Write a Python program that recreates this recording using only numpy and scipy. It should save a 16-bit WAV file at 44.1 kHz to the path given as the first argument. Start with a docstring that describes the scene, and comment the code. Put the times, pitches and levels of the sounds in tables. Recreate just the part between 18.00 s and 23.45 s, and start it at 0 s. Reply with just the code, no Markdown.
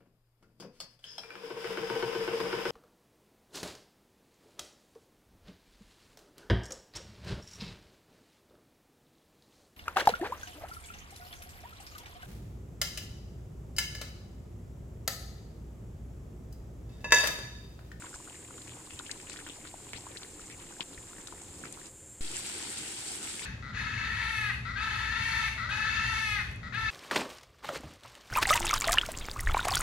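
"""Metal pot of thick gravy, two close microphones: bubbles pop and spit over fine fizz and burner roar.
The pot fades out for a moment, leaving centred night insects and room rumble; a low thump, then a hard boil.
Bursts are rising-pitch rings with a crack and noise splatter; splutters are runs of small rings.
Fizz is clumped random grains plus noise; roar, rumble and night are coloured noise with narrow lines."""
import sys
import numpy as np
from scipy import signal
from scipy.fft import rfft, irfft
from scipy.io import wavfile
from scipy.ndimage import uniform_filter1d, map_coordinates

SR = 44100
rng = np.random.default_rng(int(sys.argv[2]) if len(sys.argv) > 2 else 0)


def persist_wave(psi):
    """Save psi, clipped to +-1, as 16-bit WAV."""
    counts = np.round(np.clip(psi, -1, 1) * 32767).astype(np.int16)
    wavfile.write(sys.argv[1], SR, np.atleast_2d(counts).T)


N = 240481

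# Night band spectrum: hz, density_db_per_hz (relative)
NIGHT_SPECTRUM = [(900, -60), (1500, -15.5), (3100, -17.5), (3600, -19.5), (5800, -22), (6500, -11.5),
                  (7300, 2), (7600, -4), (8900, -6), (9600, -16.5), (10800, -16), (11700, -25),
                  (15500, -24.5)]
# Room rumble spectrum: hz, density_db_per_hz (relative)
RUMBLE_SPECTRUM = [(12, -58), (20, -7), (91, -9), (129, -6.5), (151, -14.5), (354, -9.5), (481, -15.5),
                   (517, -11), (619, -19), (1500, -27.5), (1950, -78), (3300, -120)]
NIGHT_RMS_DB, RUMBLE_RMS_DB = -53, -58
# Insect lines: hz, width_hz, level_db
INSECT_LINES = [(7110, 7.9, -65.5), (7490, 39, -64.5)]
# Thin steady whine: hz, width_hz, level_db
WHINE_LINES = [(6002, 4, -80)]
# Appliance drone: hz, width_hz, level_db (relative to the drone's level)
DRONE_LINES = [(82.6, 21.4, -3), (122.9, 24, -4)]
# Drone swelling and sinking: time_s, level_db
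DRONE_LEVELS = [(0, -58), (.23, -65.5), (.59, -55.5), (1.05, -60), (1.29, -61), (2.14, -55.5), (2.3, -67),
                (2.6, -54), (2.85, -78.5), (2.99, -55), (3.22, -65), (3.55, -54), (3.85, -65), (4.01, -58),
                (5.45, -64)]
# Low bumps as the hand-held microphones are jostled: start_s, peak_db, pitch_hz
JOSTLES = [(0.047, -47, 88.8), (0.139, -44, 56), (0.938, -44, 79.4), (1.941, -48, 63.5), (2.33, -48, 57.5),
           (2.411, -49, 37.7), (2.971, -43.5, 51.4), (3.5, -47, 71)]
THUMP_S, THUMP_DB, THUMP_SETTLE_S = 4.2078, -30.7, .036

# Simmer, then hard boil; fizz level in each: time_s, level_db
SPELL_LEVELS = [
    [(0, -52.5), (.45, -55), (1.35, -51.5), (1.43, -53), (1.5, -50.5), (1.6, -55), (1.9, -52),
     (1.97, -52.5), (2.1, -52.5), (2.6, -54.5), (3.89, -52)],
    [(4.208, -42), (4.266, -42.5), (4.35, -39), (4.41, -40.5), (4.49, -39), (4.56, -40), (4.91, -39.5),
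     (4.98, -41.5), (5.09, -38.5), (5.21, -42), (5.24, -39), (5.34, -40.5), (5.453, -39.5)],
]
FADE_S, FADE_DB_PER_S = 3.885, 700  # simmer's fizz and roar fade from here
# Burner roar spectrum in each spell: hz, density_db_per_hz (relative)
ROAR_SPECTRA = [(12, -30), (20, 10), (86, -12), (128, -34), (151, 3.5), (251, 0.5), (295, 7.5), (577, -5),
                (640, -27), (700, -2.5), (910, -24), (1540, -120)], [(12, -43), (20, -18), (112, -19),
                (201, 1), (266, -5.5), (309, 2.5), (490, -7), (700, -25), (910, -38), (1540, -120)]
# Roar swelling with the gurgling: time_s, level_db
ROAR_LEVELS = [(0, -54.5), (.15, -57.5), (3.87, -54.5), (4.2, -54.5), (5.45, -54)]
# Fizz spectrum in each spell: hz, density_db_per_hz (relative)
FIZZ_SPECTRA = [(320, -71), (550, -14), (813, 3), (1050, -1.5), (1960, -5), (2350, -4.5), (5750, -5.5),
                (8150, 1.5), (9640, -5.5), (10300, -38), (10900, -27), (12200, -16), (13300, -23),
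                (15500, -58)], [(320, -42), (550, -21), (660, -13.5), (791, -6.5), (1080, -16),
                (1380, -8.5), (1660, -10), (2290, -6.5), (4930, -6), (6520, -9), (7930, 1), (8860, -3.5),
                (10900, -18), (14500, -27.5), (15500, -50)]
GRAINS_PER_S, GRAIN_SPREAD_DB, CLUMP_DB = (2500, 6000), (1.5, 2), (4, 2.5)  # in each spell
# Left-right likeness of fizz and roar: hz, likeness (0 to 1)
LIKENESS = [(100, 0.96), (350, 0.96), (700, 0.059), (1400, 0.66), (2200, 0.072), (3000, 0.0081)]
# Left-right balance of fizz and roar: hz, left_right_db
BALANCE = [(60, 4), (110, 1), (200, -0.5), (380, -0.5), (700, 3.5), (1290, -1), (2380, 6), (4400, 1.5),
           (8120, -1), (15000, 3)]

# Ragged runs of small bubbles: start_s, length_s, pitch_hz, spread_octaves (each way), level_db, left_right_db
RUNS = [(0.031, 0.063, 1400, 1.05, -55, 2), (0.267, 0.02, 1190, 0.54, -57, 0),
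        (0.745, 0.071, 1200, 0.76, -60, 3), (0.9, 0.087, 2780, 0.31, -59, 9),
        (1.058, 0.031, 2940, 0.22, -61, 17), (1.103, 0.02, 2500, 0.36, -57, 22),
        (1.268, 0.032, 2600, 0.98, -56, 4), (1.292, 0.062, 4600, 0.45, -56.5, 12),
        (1.313, 0.029, 2620, 0.53, -56, 16), (1.329, 0.013, 5500, 0.49, -54, 6),
        (1.354, .055, 2310, 0.86, -58, 3), (1.369, 0.0088, 4000, 0.49, -52, 3),
        (1.467, 0.061, 3100, 0.38, -55, 2), (1.497, .008, 3300, .03, -50, 10),
        (1.639, 0.056, 2540, 1.05, -56.5, 7), (1.936, 0.05, 2760, 0.92, -51, 8),
        (1.958, 0.011, 3040, 1.1, -52, 6), (1.969, 0.0087, 3450, 0.81, -53.5, 12),
        (2.072, 0.056, 1550, 0.88, -60.5, 2), (2.158, 0.012, 1720, 0.65, -50.5, 1),
        (2.496, .055, 2370, 0.21, -56, 7), (2.601, 0.048, 2320, 0.68, -59.5, 5),
        (2.806, 0.024, 2390, 1.73, -46, 2), (2.812, 0.0035, 4130, 1.3, -51, 2),
        (2.944, 0.0075, 3680, 0.32, -58, 8), (3.636, 0.04, 1800, 0.93, -52.5, -1),
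        (3.655, 0.0037, 5500, 1.5, -50.5, 9), (3.769, 0.036, 1200, 0.67, -55, -3),
        (5.42, 0.03, 3030, 0.73, -54, 19)]
CLIMB = .35  # share of a run's pitch spread that climbs as the bubbles shrink
PLOP_HZ, PLOP_DB = 340, 9.5  # nominal pitch; peak over the run's level

# Clearest bursts: start_s, level_db, pitch_hz, left_right_db, splatter_db, crack_db (last two re level_db)
CLEAR_POPS = [(0.021, -35, 1480, 3, -15, -12), (0.042, -38.5, 1070, 4, -14, -18),
              (0.066, -40, 1480, 0, -16, -2), (0.129, -43, 1450, 1, -12, -15),
              (0.141, -34, 1520, 0, -10, -17), (0.2, -45, 1080, 4, -6, -14),
              (0.274, -42, 1390, 2, -12, -12), (0.297, -44.5, 2880, 10, -20, -1),
              (0.304, -46.5, 880, 1, -12, -12), (0.504, -46, 1230, 1, 4, -16),
              (0.58, -43, 1350, 1, -10, -16), (0.614, -52, 2000, 5, -7, 8), (0.617, -47, 3900, 1, -1, -6),
              (0.678, -51, 2570, 8, 1, 11), (0.693, -49, 2520, 4, -2, 7), (0.735, -45, 2700, 6, -18, -7),
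              (0.812, -49, 990, 3, -8, -6), (0.719, -47, 1090, 4, -6, -2), (0.769, -48, 850, 2, -12, -8),
              (0.872, -46, 1140, 1, -21, -12), (0.906, -45.5, 2600, 1, -6, 10),
              (0.99, -34.5, 3570, 8.5, -5, -3), (0.9905, -34, 7700, -1, -1, -12),
              (0.9967, -33, 1390, 0, -15, -20), (1.0633, -37, 3080, 9, -13, -16),
              (1.0942, -34, 1820, -1, -9, -14), (1.1124, -23.5, 7490, 2, -6, -23),
              (1.113, -25.5, 4720, 9.5, -15, -12), (1.199, -43, 2340, 4, 0, -1),
              (1.213, -40, 6000, 5, -9, -7), (1.27, -42, 2710, 6, -17, -12), (1.2969, -46, 2610, 10, -9, 5),
              (1.297, -29, 7850, -3, -9, -7), (1.299, -45.5, 1360, 2, -10, -12),
              (1.31, -39, 8000, 0, -8, -12), (1.331, -34, 8100, -4, -2, -8), (1.354, -55, 1110, -2, 5, -4),
              (1.369, -55, 1310, 5, -10, 18), (1.396, -52, 3500, 4, -12, 8),
              (1.401, -44.5, 1810, 1, -10, 4), (1.488, -38, 7500, 2, -10, 2), (1.36, -42, 1770, -5, -5, 5),
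              (1.389, -38, 1610, -1, -11, -2), (1.464, -39, 1410, 0, -2.5, 3), (1.469, -43, 3000, 8, -6, 3),
              (1.474, -30, 14500, 0, -20, -30), (1.475, -45.5, 1390, 6, -4, -8),
              (1.65, -41, 1330, 1, -2, 0), (1.672, -44, 4270, 3, -0.5, 4), (1.74, -42.5, 790, 5, -1.5, -5),
              (1.932, -38, 2270, 0, -1, 12.5), (2.007, -44, 4900, 3, -10, -7),
              (2.107, -46, 504, 3, -1, -17), (1.981, -48, 890, 8, -7, -10),
              (2.066, -45.5, 1040, 2, 4.5, -14), (2.17, -32, 3860, 6.5, -5, -16),
              (2.219, -46, 1580, 0, -5, 5), (2.231, -40.5, 3860, 2, -3, 6), (2.499, -47, 2200, 0, -26, 10),
              (2.723, -46.5, 1540, 4, -1, -12), (2.766, -43.5, 1610, 0, -22, -9),
              (2.795, -40, 900, -2, -5, -15), (2.806, -23.5, 3120, 9.5, -11.5, -8),
              (2.977, -39.5, 1970, 7, -7, -15), (3.131, -44, 1300, 0, -13, 3),
              (3.211, -42, 7600, -6, -3, -7), (3.271, -35.5, 3940, 2, -5.5, -0.5),
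              (3.272, -37, 7940, 1, 0, -21), (3.324, -42, 1030, 2, 1, -7), (3.417, -33, 8000, -2, -16, -7),
              (3.637, -33.5, 1540, -7, -16, -21), (3.652, -42, 1390, 3.5, -1, -5),
              (3.7245, -29, 8600, 7, -7.5, -17), (3.857, -45, 4500, 3, -2, -8),
              (3.867, -34, 8100, -2, -5, -19), (4.2458, -37.5, 3580, 11, -13, -21),
              (4.3147, -25, 8050, -2.5, -22, -25), (4.343, -35.5, 2700, 4, -5, -15),
              (4.3668, -22.5, 7800, -9, -31, -16), (4.4972, -34, 7560, 2, -18, 4.5),
              (4.5487, -44.5, 1900, 11, 1, 5), (4.7723, -32.5, 4150, 5, -4.5, -1.5),
              (5.151, -31, 7950, 0, -2, -12), (5.2285, -28.5, 7830, 3, -9, -18),
              (5.274, -39.5, 2530, 5, -12, 7.5), (5.3928, -34.5, 2570, 5, -4, -19)]
# Small bursts in each spell: rate_per_s, low_hz, high_hz, level_db, spread_db (each way), mean left_right_db
SMALL_POP_RANGES = [(32, 675, 3600, -53.5, 7, 1.5), (70, 900, 5400, -50, 4, 3.5)]
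SMALL_SPLATTER_DB, SMALL_CRACK_DB = -4, 1
# Pot wall echoes of each burst: delay_s, level_db
POT_ECHOES = [(.0025, -16), (.0045, -20)]
RISE_S = .0013  # first stir of a burst to the top of its blip
SPIT_HZ = 6600  # bursts above are spits of fat: longer ring, shorter splatter
PORT_HZ = 9300  # microphones lose treble above their port resonance; applied to bursts and runs
EDGE_HZ = 15430


def gain_of(db):
    """Amplitude ratio of a level in dB."""
    return 10 ** (np.asarray(db) / 20)


def unit_rms(x):
    """Scales x to rms 1."""
    return x / np.sqrt(np.mean(x ** 2) + 1e-20)


def add(mix, sound):
    """Adds sound at the head of mix, cut to fit."""
    count = min(mix.shape[-1], sound.shape[-1])
    mix[..., :count] += sound[..., :count]


def panned_gain(db, left_right_db):
    """Left and right gains, the dB difference split evenly."""
    return gain_of(db + np.array([[left_right_db], [-left_right_db]]) / 2)


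def read(points, hz):
    """Interpolates a table over log frequency."""
    f, value = np.transpose(points)
    return np.interp(np.log(hz + 1), np.log(f + 1), value)


def coloured(x, points):
    """Filters x by the table's spectrum, at rms 1."""
    hz = np.fft.rfftfreq(x.shape[-1], 1 / SR)
    return unit_rms(irfft(rfft(x) * gain_of(read(points, hz)), x.shape[-1]))


def wander(knots_per_s, count):
    """Slow random curve of rms 1."""
    knots = rng.standard_normal(int(count / SR * knots_per_s) + 4)
    return unit_rms(map_coordinates(knots, [np.arange(count) / SR * knots_per_s], order=2))


def line(hz, width_hz):
    """Narrow wavering line of rms 1: a resonator on noise, shifted up to hz."""
    r = np.exp(-np.pi * width_hz / SR)
    noise = rng.standard_normal(N) + 1j * rng.standard_normal(N)
    slow = signal.lfilter([1], [1, -2 * r, r * r], noise)
    return unit_rms((slow * np.exp(2j * np.pi * hz * np.arange(N) / SR)).real)


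def blip(hz, cycles, glide=0.093):
    """Bubble wall rings a few cycles, rising in pitch as the cavity opens; envelope peak 1."""
    u = np.arange(int(2.5 * cycles / hz * SR) + 2) / SR * hz / cycles
    envelope = (np.e * 3 * u * np.exp(-3 * u)) ** 3
    return envelope * np.sin(2 * np.pi * cycles * u * (1 - glide + glide * u))


def night():
    """Room rumble, appliance drone, whine and a far insect band with narrow wavering lines."""
    out = gain_of(NIGHT_RMS_DB) * coloured(rng.standard_normal(N), NIGHT_SPECTRUM)
    out += gain_of(RUMBLE_RMS_DB) * coloured(rng.standard_normal(N), RUMBLE_SPECTRUM)
    for hz, width_hz, db in INSECT_LINES + WHINE_LINES:
        out += gain_of(db + 2.0 * wander(3.36, N)) * line(hz, width_hz)
    drone = sum(gain_of(db) * line(hz, width_hz) for hz, width_hz, db in DRONE_LINES)
    drone_db = np.interp(np.arange(N) / SR, *np.transpose(DRONE_LEVELS))
    return out + gain_of(drone_db) * drone


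def bumps():
    """Each jostle swings both microphones a few slow cycles."""
    out = np.zeros(N)
    for s, db, hz in JOSTLES:
        add(out[round(s * SR):], gain_of(db) * blip(hz, 1.95))
    return out


def thump():
    """As the boil comes in, the microphone line jumps low and settles back."""
    t = np.maximum(np.arange(N) / SR - THUMP_S, 0)
    u = t / THUMP_SETTLE_S
    return -gain_of(THUMP_DB) * np.minimum(t / .0012, 1) * (1 + u) * np.exp(-u)


def burner_roar(at, spectrum):
    """Flame turbulence: coloured noise swelling with the gurgling, with a random flutter."""
    noise = coloured(rng.standard_normal((2, len(at))), spectrum)
    level_db = np.interp(at / SR, *np.transpose(ROAR_LEVELS))
    return noise * gain_of(level_db + 2.04 * wander(20, len(at)))


def fizz(count, spectrum, per_s, spread_db, clump_db):
    """Countless tiny clumped bursts of all pitches, each reaching the microphones by its own path."""
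    size = gain_of(spread_db * np.minimum(rng.exponential(1, count), 4))
    size *= rng.random(count) < per_s / SR
    size *= gain_of(0.4 * clump_db * wander(40, count))  # whole surface seethes in surges
    pitches_hz = np.geomspace(600, 14000, num=30)
    # neighbouring pitches, five to a group, clump together
    clumps = [gain_of(clump_db * wander(45, count)) for size_class in range(6)]
    kind = rng.integers(0, len(pitches_hz), count)
    out = np.zeros((2, count))
    for k, hz in enumerate(pitches_hz):
        grain = blip(hz, 5.4)
        grain = grain * np.sqrt(hz) / np.linalg.norm(grain)
        right_lag = rng.integers(0, 60)  # samples
        train = signal.oaconvolve(size * clumps[k // 5] * (kind == k), grain)[:count]
        out += [train, np.roll(train, right_lag) * (-1) ** k]
    flat = rfft(out)
    flat /= np.sqrt(uniform_filter1d(abs(flat) ** 2, size=count // 200))  # levels the grains' own spectrum
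    mist = rng.standard_normal((2, count))  # bursts too small and many to tell apart
    return coloured(0.73 * unit_rms(irfft(flat, count)) + 0.64 * mist, spectrum)


def spells():
    """Fizz and burner roar through simmer and boil, silent between after the fade."""
    out = np.zeros((2, N))
    settings = zip(SPELL_LEVELS, ROAR_SPECTRA, FIZZ_SPECTRA, GRAINS_PER_S, GRAIN_SPREAD_DB, CLUMP_DB)
    for levels, roar_spectrum, *texture in settings:
        s, fizz_db = np.transpose(levels)
        at = np.arange(round(s[0] * SR), min(round((s[-1] + .1) * SR), N))
        roar = burner_roar(at, roar_spectrum)
        out[:, at] += gain_of(np.interp(at / SR, s, fizz_db)) * fizz(len(at), *texture) + roar
    t = np.arange(N) / SR
    fade = gain_of(-FADE_DB_PER_S * np.maximum(t - FADE_S, 0))
    return out * np.where(t < SPELL_LEVELS[1][0][0], fade, 1)


def ports(x):
    """Close microphones hear long waves alike; the pot stands a little to the left."""
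    hz = np.fft.rfftfreq(N, 1 / SR)
    left, other = rfft(x)
    same = np.clip(read(LIKENESS, hz), 0, 1)
    lean = gain_of(read(BALANCE, hz) / 2)
    right = same * left + np.sqrt(1 - same ** 2) * other
    return irfft([left * lean, right / lean], N)


def splutters(per_s):
    """Steam escapes thick gravy in quick runs of small bubbles; each starts with a slump into the hole."""
    out = np.zeros((2, N))
    for s, length_s, hz, octaves, db, left_right_db in RUNS:
        run = np.zeros((2, round(length_s * SR) + 400))
        for when, pitch, lag, size in rng.random((160, 4))[:max(round(per_s * length_s), 3)]:
            position = CLIMB * when + (1 - CLIMB) * pitch
            ratio = 2 ** (octaves * (2 * position - 1))
            ring = blip(hz * ratio, 5.5) * np.sqrt(ratio) * gain_of(-4 * when + 9 * size ** 2)
            at = round(when * length_s * SR)
            add(run[0, at:], ring)
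            add(run[1, at + round(lag * 30):], ring)
        start = round(s * SR)
        add(out[:, start:], panned_gain(db, left_right_db) * unit_rms(run))
        plop = blip(PLOP_HZ * rng.uniform(0.76, 1.1), 1.9)
        add(out[:, start:], gain_of(db + PLOP_DB) * plop)
    return out


def small_pops():
    """Rows for faint bursts at random times, pitches and levels through each spell."""
    rows = []
    for spell, ranges in zip(SPELL_LEVELS, SMALL_POP_RANGES):
        per_s, low_hz, high_hz, db, spread_db, left_right_db = ranges
        start_s, span_s = spell[0][0], spell[-1][0] - spell[0][0]
        for when, pitch, size, side in rng.random((160, 4))[:round(per_s * span_s)]:
            level_db = db + spread_db * (2 * size - 1)
            pitch_hz = low_hz * (high_hz / low_hz) ** pitch
            rows.append((start_s + when * span_s, level_db, pitch_hz,
                         2 * left_right_db * side, SMALL_SPLATTER_DB, SMALL_CRACK_DB))
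    return rows


def bursts(rows, cycles, splatter_s, splatter_width, right_lag):
    """Skin cracks, cavity rings, droplets splatter around its pitch; right_lag in samples delays the ring."""
    out = np.zeros((2, N + SR))
    t = np.arange(2200) / SR
    u = t[:40] / .00006
    for s, db, hz, left_right_db, splatter_db, crack_db in rows:
        noise = rng.standard_normal((2, len(t))) * gain_of(2 * wander(380, len(t)))
        edges_hz = np.clip([hz / splatter_width, hz * splatter_width], 100, SR / 2.2)
        band = signal.butter(2, edges_hz, "band", fs=SR, output="sos")
        splatter = unit_rms(signal.sosfilt(band, noise))
        sound = gain_of(splatter_db) * splatter * np.exp(-t / splatter_s) * np.minimum(t / .002, 1)
        ring = np.zeros(len(t))
        ring_start_s = RISE_S - cycles / hz / 3  # the blip tops out a third of its cycles in
        add(ring[max(round(ring_start_s * SR), 0):], blip(hz, cycles))
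        crack = 4 * u * (2 - u) * np.exp(-u)  # the skin tears
        add(ring[round(RISE_S * SR):], gain_of(crack_db) * crack)
        for delay_s, echo_db in POT_ECHOES:
            ring = ring - gain_of(echo_db) * np.roll(ring, round(delay_s * SR))
        sound += [ring, np.roll(ring, right_lag)]
        add(out[:, round(s * SR):], panned_gain(db, left_right_db) * sound)
    return out[:, :N]


def scene():
    """Sums pot, night, bumps and thump; bursts and runs pass the port rolloff."""
    rows = CLEAR_POPS + small_pops()
    pop_rows = [row for row in rows if row[2] < SPIT_HZ]
    spit_rows = [row for row in rows if row[2] > SPIT_HZ]
    pops = bursts(pop_rows, cycles=6.6, splatter_s=.006, splatter_width=1.3, right_lag=4)
    spits = bursts(spit_rows, cycles=9.5, splatter_s=.004, splatter_width=1.25, right_lag=-6)
    near = signal.lfilter(*signal.butter(2, PORT_HZ, fs=SR), pops + spits + splutters(per_s=1800))
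    return ports(spells()) + near + night() + bumps() + thump()


def record(dry):
    """Band limit: steep linear-phase lowpass."""
    lowpass = signal.firwin(1023, EDGE_HZ, window=("kaiser", 9), fs=SR)
    return signal.oaconvolve(dry, lowpass[None], "same")


dry = scene()
out = record(dry)
persist_wave(out)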